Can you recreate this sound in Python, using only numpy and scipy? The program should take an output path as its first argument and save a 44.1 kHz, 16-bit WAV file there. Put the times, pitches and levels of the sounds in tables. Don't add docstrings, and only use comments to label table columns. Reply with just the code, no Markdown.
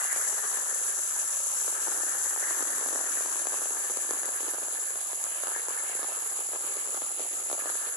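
import sys
import numpy as np
from scipy import signal
from scipy.io import wavfile
from scipy.ndimage import uniform_filter1d

SR = 44100
rng = np.random.default_rng(int(sys.argv[2]) if len(sys.argv) > 2 else 0)


def pcm_store(signal):
    levels = np.round(np.clip(np.atleast_2d(signal), -1, 1) * 32767)
    wavfile.write(sys.argv[1], SR, levels.astype(np.int16).T)


N = 351036

# (time [s], dent level before pan [dB], panel pitch [Hz])
BIG_DROPS = [(0.0178, -18.5, 810), (0.0503, -17, 780), (0.162, -16, 714), (0.328, -21, 950),
             (0.3923, -19, 1000), (0.5147, -19, 700), (0.5315, -18, 1000), (0.573, -15.0, 980),
             (0.5883, -21, 1010), (1.2087, -25, 1010), (1.4034, -21, 880), (1.6801, -13.5, 550),
             (1.727, -18, 825), (1.8727, -14.0, 890), (1.8816, -11.5, 500), (2.0026, -20, 950),
             (2.0348, -14.5, 780), (2.2598, -20, 930), (2.3618, -16, 920), (2.3763, -16, 840),
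             (2.4273, -15.5, 700), (2.5081, -17.0, 1110), (2.574, -20, 940), (2.6068, -12.5, 430),
             (2.6248, -10, 500), (2.8114, -16.5, 590), (2.8274, -15.5, 520), (2.8608, -15.5, 736),
             (2.8866, -16, 520), (2.9286, -13, 550), (2.9348, -16, 590), (2.9515, -13.0, 540),
             (2.9587, -12, 640), (2.9747, -19.0, 990), (2.9915, -16, 780), (3.005, -17.0, 540),
             (3.0112, -15, 720), (3.0406, -16, 750), (3.1573, -20, 680), (3.1723, -16, 680),
             (3.2075, -16, 674), (3.26, -15.0, 780), (3.3578, -14.5, 1070), (3.3973, -21, 1040),
             (3.4559, -15.0, 660), (3.47, -8.5, 764), (3.5216, -16, 567), (3.5316, -15.5, 590),
             (3.542, -16, 980), (3.6182, -15.5, 670), (3.6242, -19, 770), (3.6578, -16.0, 660),
             (3.708, -13, 450), (3.7691, -16, 710), (3.899, -11.5, 460), (3.9072, -15.0, 450),
             (3.9715, -10, 494), (4.0915, -14, 450), (4.1088, -7, 470), (4.1344, -16, 510),
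             (4.1475, -20, 480), (4.2327, -14.5, 556), (4.257, -16.0, 560), (4.2816, -18, 940),
             (4.2891, -14, 590), (4.406, -15, 540), (4.4306, -15.0, 450), (4.4828, -13.0, 470),
             (4.536, -14.5, 600), (4.545, -14.5, 680), (4.5834, -18.5, 800), (4.6303, -14, 610),
             (4.684, -17.0, 670), (4.9059, -18.0, 510), (4.9575, -15.0, 720), (5.1315, -14.5, 480),
             (5.4356, -12, 670), (5.4711, -11.5, 940), (5.4822, -16, 595), (5.5183, -18.5, 990),
             (5.5624, -13, 930), (5.6846, -12.0, 505), (5.708, -17.5, 623), (5.8364, -19.5, 734),
             (5.897, -17.0, 670), (5.9521, -14.0, 470), (5.9933, -15, 600), (6.0304, -12.5, 650),
             (6.045, -14, 760), (6.0865, -19.0, 810), (6.1213, -15.5, 680), (6.2226, -18.5, 970),
             (6.3899, -16, 820), (6.4064, -17, 970), (6.4889, -17.0, 630), (6.5188, -18, 690),
             (6.5341, -14.0, 643), (6.5488, -15, 600), (6.5596, -14, 670), (6.7684, -13.0, 610),
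             (6.8744, -18.5, 990), (6.8894, -19.0, 540), (6.945, -12.0, 655), (6.974, -16.0, 800),
             (7.0197, -12.5, 650), (7.1235, -24, 630), (7.1953, -13.0, 720), (7.203, -14, 540),
             (7.5004, -13, 800), (7.5147, -12.5, 736), (7.5289, -8.0, 620), (7.55, -18.0, 830),
             (7.581, -18, 660), (7.6218, -19.5, 520), (7.6575, -12.5, 750), (7.6735, -19, 600),
             (7.6999, -13, 830), (7.7546, -17, 570)]
SLAP_HZ, SLAP_DECAY_MS = 1034, 0.21
RING_RE_SLAP_DB, RING_DECAY_MS = -16, 2
BIG_CRACK_RE_DENT_DB = -5.5
CRACK_DECAY_MS, CRACK_BAND_HZ = 1, (1120, 5800)
LEFT_LAG_RANGE_MS = (-.1, .32)

# (time [s], dent level of the smallest drops before pan [dB], centre panel pitch [Hz])
PATTER_COURSE = [(0, -25, 674), (1.2, -28, 665), (2.199, -26.5, 740), (2.9, -24.5, 527), (3.3, -28.5, 652),
                 (4.1, -27, 474), (4.6, -28, 704), (5.25, -28.5, 590), (5.55, -29, 843), (6.3, -28.5, 680),
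                 (7.0, -27, 700), (7.6, -24, 776), (7.96, -34.5, 595)]
PATTER_PER_S, PATTER_SPREAD_DB, PATTER_MAX_OVER_SMALLEST_DB = 170, 1, 4
PANEL_SPREAD_OCT = 2
SMALL_CRACK_RE_DENT_DB, SMALL_CRACK_SPREAD_DB = -6.5, 1

# (time [s], starting noise level before pan [dB])
SPLASHES = [(0.1292, -15), (0.7467, -19), (3.2234, -19.5), (4.2563, -17), (5.24, -13), (5.9504, -18),
            (7.337, -18)]
SPLASH_DECAY_MS = 0.44

SPATTER_PER_S, SPATTER_SPREAD_DB, SPATTER_LOW_CUT_HZ = 6000, 2, 2300
SPRAY_UNDER_DB, SPRAY_OUT_DB = (-30.5, -33.5), (-34, -35)
TILT_FROM_S, TILT_TO_S = 3.205, 4.67

# (frequency [Hz], relative density [dB per Hz])
FAR_SPECTRUM = [(150, 8), (300, -1), (600, 0), (1200, 3.5), (2200, 8), (4000, -0.5), (7000, -38),
                (14000, -9.5)]
# (frequency [Hz], left-right correlation [0 to 1])
FAR_LIKENESS = [(200, .85), (500, .5), (1100, 0)]
FAR_HISS_DB = -37
CANOPY_PAN_DB = 1.8

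# (time [s], rumble level [dB])
WIND_COURSE = [(0, -67), (2.1, -67.5), (2.24, -54), (2.55, -74), (3.15, -67), (3.25, -60), (3.7, -76),
               (3.9, -62), (4.2, -70.5), (5.8, -63), (6.1, -75.5), (6.25, -64), (7.96, -65.5)]
RUMBLE_BAND_HZ = (34, 145)

# (time [s], gain [dB])
HOLLOW_COURSE = [(0, -4.5), (1.1, -8), (1.6, -9), (1.9, -4.5), (2.7, -6.5), (3.2, -7.5), (3.7, -9.5),
                 (4.5, -9.5), (5.2, -12), (5.55, -9), (6.3, -12), (6.7, -11.5), (7.3, -14), (7.7, -8)]
HOLLOW_HZ, HOLLOW_WIDTH_HZ, HOLLOW_LOW_CUT_HZ = 1730, 390, 440
SECOND_HOLLOW_HZ, SECOND_HOLLOW_WIDTH_HZ, SECOND_HOLLOW_DB = 1356, 326, -7.5
LOW_CUT_HZ, STEEP_LOW_CUT_HZ = (204, 263), 235

# (resonance [Hz], width [Hz], mesh cutoff before a 21 kHz cap [Hz])
PORT_CAVITIES = [(7353, 950, 21800), (10490, 980, 11390)]

# (frequency [Hz], density [dB per Hz])
GATE_THRESHOLD = [(400, -76.5), (800, -75), (1300, -72), (1800, -68.5), (2400, -69.5), (7000, -68),
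                  (9000, -67), (12000, -68)]
GATE_DEPTH_DB, GATE_KNEE_DB, GATE_MEMORY_MS = 9.5, .8, 210
TOP_CUT_HZ = 14250


def amp(db):
    return 10 ** (np.asarray(db) / 20)


def rms_one(x):
    return x / np.sqrt(np.mean(x ** 2) + 1e-20)


def at_hz(points, hz):
    table_hz, values = np.transpose(points)
    return np.interp(np.log(hz), np.log(table_hz), values)


def over_time(times_s, values):
    return np.interp(np.arange(N) / SR, times_s, values)


def drift(rate_hz):
    r = np.exp(-40 * np.pi * rate_hz / SR)
    noise = rng.standard_normal(N // 20 + 4002)
    slow = signal.lfilter([1], [1, -2 * r, r * r], noise)[4000:]
    return np.interp(np.arange(N) / 20, np.arange(len(slow)), rms_one(slow))


def butter(x, hz, kind, order):
    return signal.sosfilt(signal.butter(order, hz, kind, fs=SR, output="sos"), x)


def resonate(x, hz, width_hz):
    r = np.exp(-np.pi * width_hz / SR)
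    poles = [1, -2 * r * np.cos(2 * np.pi * hz / SR), r * r]
    return signal.lfilter([sum(poles)], poles, x)


def place(shapes, start_s):
    length = shapes.shape[1]
    out = np.zeros(N + 2 * length)
    first = np.clip(np.round(start_s * SR).astype(int), 0, N)
    np.add.at(out, first[:, None] + np.arange(length), shapes)
    return out[:N]


def burst(count, decay_ms):
    t = np.arange(200) / SR
    return rng.standard_normal((count, 200)) * np.exp(-t / (decay_ms / 1000))


def damped_sine(t, hz, decay_ms):
    return np.sin(2 * np.pi * hz * t) * np.exp(-t / (decay_ms / 1000))


def drops(time_s, dent_db, panel_hz, crack_re_dent_db):
    t = np.arange(900) / SR
    slap = damped_sine(t, SLAP_HZ, SLAP_DECAY_MS)
    ring = amp(RING_RE_SLAP_DB) * damped_sine(t, panel_hz[:, None], RING_DECAY_MS)
    thump = -amp(dent_db)[:, None] * (slap + ring)
    start_s = time_s - 1 / (4 * SLAP_HZ)
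    lag_ms = rng.uniform(*LEFT_LAG_RANGE_MS, len(time_s))
    channels = []
    for side in (1, -1):
        heard_s = start_s + side * lag_ms / 2000
        puffs = amp(dent_db + crack_re_dent_db)[:, None] * burst(len(time_s), CRACK_DECAY_MS)
        crack = butter(place(puffs, heard_s), CRACK_BAND_HZ, "band", order=2)
        channels.append(place(thump, heard_s) + crack)
    return np.array(channels)


def patter():
    draw = rng.random((round(PATTER_PER_S * N / SR), 3))
    time_s = draw[:, 0] * N / SR
    over_smallest_db = np.minimum(-PATTER_SPREAD_DB * np.log(draw[:, 1]), PATTER_MAX_OVER_SMALLEST_DB)
    course_s, smallest_db, centre_hz = np.transpose(PATTER_COURSE)
    panel_hz = np.interp(time_s, course_s, centre_hz) * 2 ** (PANEL_SPREAD_OCT * (draw[:, 2] - .5))
    dent_db = np.interp(time_s, course_s, smallest_db) + over_smallest_db
    crack_db = rng.normal(SMALL_CRACK_RE_DENT_DB, SMALL_CRACK_SPREAD_DB, len(time_s))
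    return drops(time_s, dent_db, panel_hz, crack_db)


def splashes():
    time_s, level_db = np.transpose(SPLASHES)
    return np.array([place(amp(level_db)[:, None] * burst(len(time_s), SPLASH_DECAY_MS), time_s)
                     for _ in range(2)])


def near_spray():
    born = rng.random((2, N)) < SPATTER_PER_S / SR
    size_db = SPATTER_SPREAD_DB * np.minimum(rng.exponential(1, (2, N)), 5)
    clicks = born * amp(size_db) * rng.choice([-1, 1], (2, N))
    spray = rms_one(butter(clicks, SPATTER_LOW_CUT_HZ, "high", order=2)) * amp(0.79 * drift(22.0))
    level_db = [over_time([TILT_FROM_S, TILT_TO_S], ends) for ends in zip(SPRAY_UNDER_DB, SPRAY_OUT_DB)]
    return amp(np.array(level_db)) * spray


def far_rain(flicker_db, swell_db):
    edges_hz = 140 * 2 ** np.arange(0, 7.1, .5)
    clumps_db = swell_db * (drift(16.0) + drift(34))
    white = rng.standard_normal((2, 2, N))
    out = 0
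    for k, (low_hz, high_hz) in enumerate(zip(edges_hz, edges_hz[1:])):
        mid, side = butter(white[k % 2], [low_hz, high_hz], "band", order=2)
        centre_hz = np.sqrt(low_hz * high_hz)
        alike = np.clip(at_hz(FAR_LIKENESS, centre_hz), 0, 1)
        gain = amp(at_hz(FAR_SPECTRUM, centre_hz) + flicker_db * drift(13.0))
        out = out + gain * (np.sqrt(1 + alike) * mid + np.sqrt(1 - alike) * side * [[1], [-1]])
    return amp(FAR_HISS_DB) * rms_one(out) * amp(clumps_db)


def wind_rumble():
    rumble = butter(rng.standard_normal((3, N)), RUMBLE_BAND_HZ, "band", order=3)
    rumble = rumble * amp(3.0 * drift(9.2))
    stereo = 1.3 * rumble[0] + rumble[1:] * amp([[1.5], [-1.5]])
    return amp(over_time(*np.transpose(WIND_COURSE))) * rms_one(stereo)


def left_hollow(left):
    fed = butter(left, HOLLOW_LOW_CUT_HZ, "high", order=1)
    main = resonate(fed, HOLLOW_HZ, HOLLOW_WIDTH_HZ)
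    second = amp(SECOND_HOLLOW_DB) * resonate(fed, SECOND_HOLLOW_HZ, SECOND_HOLLOW_WIDTH_HZ)
    return left + amp(over_time(*np.transpose(HOLLOW_COURSE))) * (main + second)


def ports(x):
    return np.array([butter(resonate(channel, hz, width_hz), min(mesh_hz, 21000), "low", order=2)
                     for channel, (hz, width_hz, mesh_hz) in zip(x, PORT_CAVITIES)])


def suppress(x):
    hz, _, spectrum = signal.stft(x, SR, nperseg=1024, noverlap=768, scaling="psd")
    keep = np.exp(-256 / SR / (GATE_MEMORY_MS / 1000))
    power = uniform_filter1d(np.abs(spectrum) ** 2, size=3, axis=1)
    initial = keep * power[..., :20].mean(2, keepdims=True)
    recent = signal.lfilter([1 - keep], [1, -keep], power, axis=2, zi=initial)[0]
    over_db = 10 * np.log10(recent + 1e-20) - at_hz(GATE_THRESHOLD, hz + 1)[:, None]
    gain_db = -GATE_DEPTH_DB / 2 * (2 - np.tanh(over_db / GATE_KNEE_DB))
    return signal.istft(spectrum * amp(gain_db), SR, nperseg=1024, noverlap=768, scaling="psd")[1][:, :N]


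def scene():
    cloth = drops(*np.transpose(BIG_DROPS), BIG_CRACK_RE_DENT_DB) + patter() + splashes()
    canopy = cloth + far_rain(flicker_db=2.36, swell_db=1.0)
    rain = amp([[-CANOPY_PAN_DB], [CANOPY_PAN_DB]]) * canopy + near_spray()
    rain[0] = left_hollow(rain[0])
    rain = np.array([butter(channel, hz, "high", order=3) for channel, hz in zip(rain, LOW_CUT_HZ)])
    rain = butter(rain, STEEP_LOW_CUT_HZ, "high", order=4)
    return rain + wind_rumble()


def record(dry):
    top_cut = signal.ellip(12, .5, 60, TOP_CUT_HZ, fs=SR, output="sos")
    return signal.sosfilt(top_cut, suppress(ports(dry)))


dry = scene()
out = record(dry)
pcm_store(out)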